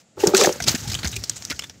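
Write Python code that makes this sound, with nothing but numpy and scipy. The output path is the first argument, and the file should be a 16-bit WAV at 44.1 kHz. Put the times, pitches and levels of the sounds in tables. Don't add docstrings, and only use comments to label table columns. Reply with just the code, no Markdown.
import sys
import numpy as np
from scipy import signal
from scipy.fft import rfft, irfft
from scipy.io import wavfile
from scipy.ndimage import uniform_filter1d

SR = 44100
rng = np.random.default_rng(int(sys.argv[2]) if len(sys.argv) > 2 else 0)


def field_ratio(decibels):
    return 10 ** (np.asarray(decibels, dtype=float) / 20)


def wav_out(sig):
    wavfile.write(sys.argv[1], SR, np.round(np.clip(np.atleast_2d(sig).T, -1, 1) * 32767).astype(np.int16))


N = 79380
T = np.arange(N) / SR

# frequency in Hz, level in dB per Hz.
LEAF_TONE = [(400, -1.5), (800, 1), (1500, 3), (3000, 2), (6400, 6.5), (7700, 2), (9200, -10),
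             (15500, -9.5)]
STRIKE_LEAD_S = 0.003
KNOCK_GAIN_DB, THUD_GAIN_DB, CRACK_GAIN_DB = -4.5, -4, -8.5
GRAIN_SPREAD_DB = 1.7


def unit(x):
    return x / np.sqrt(np.mean(x ** 2))


def curve(table, column=1):
    points = np.array(table)
    return np.interp(T, points[:, 0], points[:, column], left=-120)


def band(x, hz, width):
    return signal.lfilter(*signal.iirpeak(min(hz, 15000), hz / width, fs=SR), x)


def colour(x, points):
    points, size = np.array(points), 2048
    hz = np.maximum(np.arange(size // 2 + 1) * SR / size, 1)
    db = np.interp(np.log(hz), np.log(points[:, 0]), points[:, 1])
    cepstrum = irfft(db * np.log(10) / 20)
    cepstrum[1:size // 2] *= 2
    cepstrum[size // 2 + 1:] = 0
    response = irfft(np.exp(rfft(cepstrum)))
    return signal.fftconvolve(x, response)[:len(x)]


def walk(rate):
    hold = int(SR / rate)
    steps = np.repeat(rng.standard_normal(N // hold + 1), hold)
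    return unit(uniform_filter1d(steps, hold)[:N])


def grains(rate, spread_db):
    size = field_ratio(spread_db * rng.exponential(size=N))
    happens = rng.random(N) < rate / SR
    return unit(happens * size * rng.standard_normal(N))


def add(out, s, x):
    i = int(s * SR)
    out[i:i + len(x)] += x[:N - i]


def ring(hz, t60, cycles, sag):
    t = np.arange(int(SR * 0.3)) / SR
    push = (1 - np.exp(-t * hz / cycles)) ** 3
    env = push * 1000. ** (-t / t60)
    bent_time = t - sag * (t - t60 * (1 - np.exp(-t / t60)))
    return env / env.max() * np.sin(2 * np.pi * hz * bent_time)


def resonate(x, modes):
    return unit(sum(field_ratio(db) * band(band(x, hz, width), hz, 2 * width) for hz, width, db in modes))


def air():
    # frequency in Hz, level in dB per Hz.
    field_tone = [(18, -56), (30, -22), (165, -1), (404, -13.5), (499, -7.5), (822, -13), (1010, -18.5),
                  (7090, -23.5), (16000, -53)]
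    field = unit(colour(rng.standard_normal(N), field_tone)) * field_ratio(-60.5 + 0.17 * walk(22.0))
    insect_hz, insect_width_hz, insect_db = 7200, 1300, -69
    insects = band(rng.standard_normal(N), insect_hz, insect_width_hz)
    insects = unit(band(insects, insect_hz, insect_width_hz))
    earlier = unit(colour(grains(2800, 0.72), LEAF_TONE)) * field_ratio(-51.0) * np.exp(-T / 0.017)
    return field + field_ratio(insect_db) * insects + earlier


def rolling():
    # time in seconds, level in dB.
    load = [(.16, -50), (.28, -42), (.58, -46), (.62, -38.5), (.68, -30), (.78, -44.5), (.84, -39),
            (.95, -38.5), (1.1, -40), (1.2, -43.5), (1.27, -44.5), (1.45, -48.5), (1.52, -39.5), (1.6, -50),
            (1.8, -52)]
    # frequency in Hz, width in Hz, level in dB.
    soil_modes = [(70, 50, 2), (106, 57, 2.5), (167.6, 136, -3.5)]
    return field_ratio(curve(load) + 0.5) * resonate(grains(2000, 1.0), soil_modes)


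def rustle():
    # time in seconds, rustle level in dB.
    crush = [(.165, -62), (.205, -35.5), (.285, -29.5), (.33, -43), (.355, -22), (.46, -23), (.51, -35),
             (.6, -40.5), (.655, -41.5), (.685, -19), (.76, -35.5), (.84, -38.5), (.94, -39), (1.01, -40),
             (1.07, -41.5), (1.2, -43), (1.6, -46), (1.8, -60)]
    grains_per_s, together, hiss = 700, 0.74, 1.1
    flicker_db, patchy_db, drift_db = 1, 2.5, 2.24
    common, shared = grains(4000, GRAIN_SPREAD_DB), walk(44.5)
    out = np.zeros(N)
    for hz in 500. * 2 ** np.arange(0, 5.1, 1 / 3):
        crowd = grains(grains_per_s, GRAIN_SPREAD_DB) + together * common + hiss * rng.standard_normal(N)
        crowd = band(band(crowd, hz, hz * 0.53), hz, hz * 0.58)
        level_db = flicker_db * shared + patchy_db * walk(69.0) + drift_db * walk(11.69)
        out += crowd * field_ratio(level_db)
    return field_ratio(curve(crush)) * unit(colour(out, LEAF_TONE))


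def rattle():
    # time in seconds, level in dB.
    shake = [
        (.165, -60),
        (.18, -37),
        (.29, -26.5),
        (.33, -36.5),
        (.36, -23),
        (.45, -20),
        (.6, -51.5),
    ]
    # frequency in Hz, width in Hz, level in dB.
    stalk_modes = [(385, 78, 3), (506.5, 89, 3.5), (571, 30, 0), (713, 340, -8.5), (202, 92, -8.5)]
    shaking = T < shake[-1][0]
    return field_ratio(curve(shake) + 1.0) * shaking * resonate(grains(500, 4.03), stalk_modes)


def knocks():
    # time in seconds, peak in dB, pitch in Hz, ring t60 in seconds.
    blows = [(0.173, -27, 401, 0.043), (0.205, -30, 875, 0.079), (0.261, -14, 433.4, 0.15),
             (0.268, -9.5, 348, 0.066), (0.285, -13, 392, 0.021), (0.338, -1, 385, 0.066),
             (0.373, -21, 427, 0.14), (0.398, -9, 458, 0.046), (0.415, -8, 412, 0.047),
             (0.431, -13.5, 491.4, 0.074), (0.446, -5, 730, 0.022), (0.458, -13.5, 368, 0.035),
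             (0.499, -23, 415, 0.042), (0.604, -21, 704, 0.025), (0.683, -14, 607, 0.0081),
             (0.853, -31, 835, 0.073), (0.339, -17, 725, 0.061), (1.165, -32.5, 385, 0.054),
             (0.671, -26, 366, 0.03), (0.706, -28.5, 395, 0.024), (0.42, -8, 557, 0.042),
             (0.435, -16, 584, 0.037), (0.6837, -22, 298, 0.025)]
    # ratio to the pitch, level in dB.
    overtones = [(.55, -19), (2.1, -12), (3.3, -14)]
    # time in seconds, peak in dB, pitch in Hz, ring t60 in seconds.
    presses = [
        (0.2385, 2, 401, 0.015),
        (0.2375, -9, 836, 0.012),
    ]
    out = np.zeros(N)
    for s, db, hz, t60 in blows:
        x = ring(hz, t60, 1.67, 0.022)
        for ratio, overtone_db in overtones:
            x = x + field_ratio(overtone_db) * ring(hz * ratio, t60 / max(ratio, 1), 2.1, 0)
        add(out, s - STRIKE_LEAD_S, field_ratio(db + KNOCK_GAIN_DB) * x)
    for s, db, hz, t60 in presses:
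        add(out, s - STRIKE_LEAD_S, field_ratio(db + KNOCK_GAIN_DB) * ring(hz, t60, 7, 0))
    return out


def splinters(hz, length, body_db, sudden):
    size = 6000
    t = np.arange(size) / SR
    u = t / length
    if sudden:
        rise_s, splinter_db = 0.00012, 1.5
        burst = (1 - np.exp(-t / rise_s)) * np.exp(-u)
    else:
        swell, splinter_db = 0.85, 3
        burst = (u * np.exp(1 - u)) ** swell
    tail = field_ratio(-23) * np.minimum(u, 1) * 1000. ** (-t / 0.06)
    noise, rough = rng.standard_normal((2, size))
    x = (burst + tail) * noise * field_ratio(splinter_db * unit(uniform_filter1d(rough, size=24)))
    if sudden:
        x[3] += 7

    leaf = colour(x, LEAF_TONE)
    edge = max(2560, 0.75 * hz)
    low = signal.lfilter(*signal.butter(4, edge, "low", fs=SR), leaf)
    high = signal.lfilter(*signal.butter(4, edge, "high", fs=SR), leaf)
    leaf = high + field_ratio(body_db) * low
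    ribs = sum(band(leaf, hz * 2 ** octaves, 260) for octaves in rng.uniform(-1.163, 1, size=3))
    own = band(x, hz, hz * 0.09)
    x = leaf / leaf.std() + field_ratio(-0.5) * own / own.std() + field_ratio(-2) * ribs / leaf.std()
    return x / np.sqrt(uniform_filter1d(x ** 2, size=88).max())


def breaks(rows, sudden=False):
    out = np.zeros(N)
    for s, db, hz, length, body_db in rows:
        lead = 0 if sudden else 0.416 * length
        add(out, s - lead, field_ratio(db + CRACK_GAIN_DB) * splinters(hz, length, body_db, sudden))
    return out


def cracks():
    # time in seconds, peak in dB, colour in Hz, length in seconds, body in dB.
    falling = [(0.2004, -21, 2820, 0.0081, -1), (0.2368, -18.5, 1790, 0.0042, -25),
               (0.2735, -5, 5640, 0.0011, -7.5), (0.3472, -2, 2620, 0.0013, -2),
               (0.364, -18, 6700, 0.0015, -8), (0.3954, -15, 4620, 0.0025, 13),
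               (0.410, -6, 6700, 0.0019, -5), (0.436, -6, 3840, 0.0024, -3),
               (0.446, -5.5, 1655, 0.0023, -3), (0.458, -10, 6400, 0.0024, 7),
               (0.53, -24, 6740, 0.0018, -18), (0.602, -13.5, 2130, 0.0027, 6),
               (0.6228, -15, 6150, 0.0032, -3), (0.6395, -14.5, 5240, 0.0021, -4),
               (0.6655, -19, 5240, 0.0017, -3), (0.678, -9, 6600, 0.0011, -2), (0.692, -6, 6200, 0.0017, 3),
               (0.71, -25, 6200, 0.003, 13), (0.749, -11.5, 6640, 0.0022, 21),
               (0.754, -16.5, 1620, 0.0024, 0)]
    return breaks(falling)


def thuds():
    # time in seconds, peak in dB, pitch in Hz, t60 in seconds.
    hits = [(0.259, -13.5, 312, 0.17), (0.275, -10.5, 170, 0.027), (0.345, -22, 212, 0.059),
            (0.617, -19, 110, 0.017), (0.671, -26, 137, 0.096), (0.702, -28, 84, 0.12),
            (0.743, -10.5, 225, 0.035), (0.755, -15.5, 214, 0.018), (0.873, -15, 120, 0.049),
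            (0.89, -15, 98, 0.089), (0.956, -23, 112, 0.074), (1.044, -13.5, 193, 0.026),
            (1.053, -15.5, 75, 0.11), (1.126, -25, 110, 0.35), (1.166, -23.5, 70.0, 0.14),
            (1.506, -24, 277, 0.065), (1.529, -29, 76.6, 0.066), (0.822, -22, 95, 0.099),
            (0.93, -23, 65, 0.1), (0.985, -27.5, 101, 0.07)]
    out = np.zeros(N)
    for s, db, hz, t60 in hits:
        add(out, s, field_ratio(db + THUD_GAIN_DB) * ring(hz, t60, 0.11, 0.12))
    return out


def snaps():
    # time in seconds, peak in dB, colour in Hz, length in seconds, body in dB.
    snapping = [(0.2714, 2.5, 6900, 0.00081, -3), (0.3686, 2, 7560, 0.0019, -3),
                (0.4125, -3, 2360, 0.0022, 16), (0.4463, -12, 6600, 0.0015, -6),
                (0.5256, -14, 6200, .003, -20), (0.6425, -14, 5700, 0.0029, 3),
                (0.6824, 2, 4460, 0.0051, -5), (1.2957, -6, 6900, 0.0025, -5),
                (1.4511, -11, 6000, 0.0012, -16), (1.5922, -13, 3050, 0.0031, -1.5),
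                (1.6972, -22, 5900, 0.00089, 10), (1.2383, -12.5, 5600, 0.0026, 0.5),
                (1.082, -21, 7300, 0.0013, 0), (1.5655, -33, 4650, 0.0013, 4)]
    return breaks(snapping, sudden=True)


def more_cracks():
    # time in seconds, peak in dB, colour in Hz, length in seconds, body in dB.
    more = [(0.377, -4, 6400, .0015, 0), (0.401, -11.5, 3840, 0.00314, -6),
            (0.559, -30, 6850, 0.0033, -16), (0.672, -15.5, 5500, 0.0027, 3),
            (0.7015, -22, 1480, 0.0015, 6), (0.7155, -17, 6430, .002, 7),
            (1.0505, -14.5, 5140, 0.0024, 16), (1.0545, -16.5, 4300, 0.0024, 23),
            (1.0625, -23, 5500, 0.0009, 19), (1.089, -26, 6360, 0.00304, -5),
            (1.115, -24, 6200, 0.0039, -21), (1.366, -25.5, 6860, 0.0028, 6),
            (1.512, -13, 4300, 0.0014, 31), (1.5255, -26, 5370, 0.0011, 3), (0.777, -27, 6100, 0.0042, -3),
            (0.803, -29, 5860, 0.0028, -19), (0.943, -13, 5300, 0.0011, -3),
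            (1.157, -23, 7000, 0.0012, -6), (1.232, -30, 7050, .002, -12), (0.349, -8, 1360, 0.0014, 16),
            (0.49, -20.5, 3100, 0.0031, -2), (1.062, -20.5, 1830, 0.0025, -1)]
    return breaks(more)


def bounces():
    # time in seconds, peak in dB, colour in Hz, length in seconds, body in dB.
    leaving = [(0.876, -21.5, 5370, 0.0064, -1), (0.8994, -19.5, 4250, 0.0028, -7),
               (0.917, -16, 5100, 0.0039, -2), (0.933, -19.5, 2390, 0.0023, -2.5),
               (0.95, -11, 3600, 0.0014, 3), (0.9896, -21, 4500, 0.003, 7),
               (1.0315, -17.5, 4240, 0.0028, 22), (1.0453, -14, 1560, 0.0016, -4),
               (1.074, -13, 6500, 0.0026, -2), (1.1273, -22.5, 3890, 0.0078, 1),
               (1.163, -14, 2560, 0.0025, -34), (1.2415, -19, 5540, 0.0021, -14),
               (1.297, -8.5, 7700, 0.001, -1), (1.3607, -26, 7530, 0.0066, 1),
               (1.4228, -22.5, 5600, 0.0015, 11), (1.459, -30, 5570, 0.00033, 1),
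               (1.4997, -15.5, 5320, 0.0029, 4), (1.504, -15.5, 2050, 0.0027, -24),
               (1.5173, -19, 1460, 0.0042, 5.5), (1.594, -14.5, 5500, 0.00094, 6),
               (1.6213, -23.5, 3520, 0.0028, 9), (1.6368, -21, 3570, 0.0033, 6),
               (1.697, -31, 5500, 0.0041, 28)]
    return breaks(leaving)


def scene():
    background = air() + rolling()
    fronds = rustle() + rattle() + knocks() + cracks() + snaps() + more_cracks()
    ground = thuds() + bounces()
    return (background + fronds + ground)[None]


def roll_off(x):
    return signal.sosfilt(signal.butter(12, 16480, fs=SR, output="sos"), x)


def record(dry):
    low_cut = signal.butter(3, 60.3, "high", fs=SR, output="sos")
    top_cut = signal.ellip(8, 0.2, 50, 15600, fs=SR, output="sos")
    x = signal.sosfilt(low_cut, dry)
    x = x - 0.43 * band(x, 1025, 240)
    rounded = np.tanh(0.8 * x) / 0.78
    mix = signal.sosfilt(top_cut, rounded)
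    return roll_off(mix)


dry = scene()
out = record(dry)
wav_out(out)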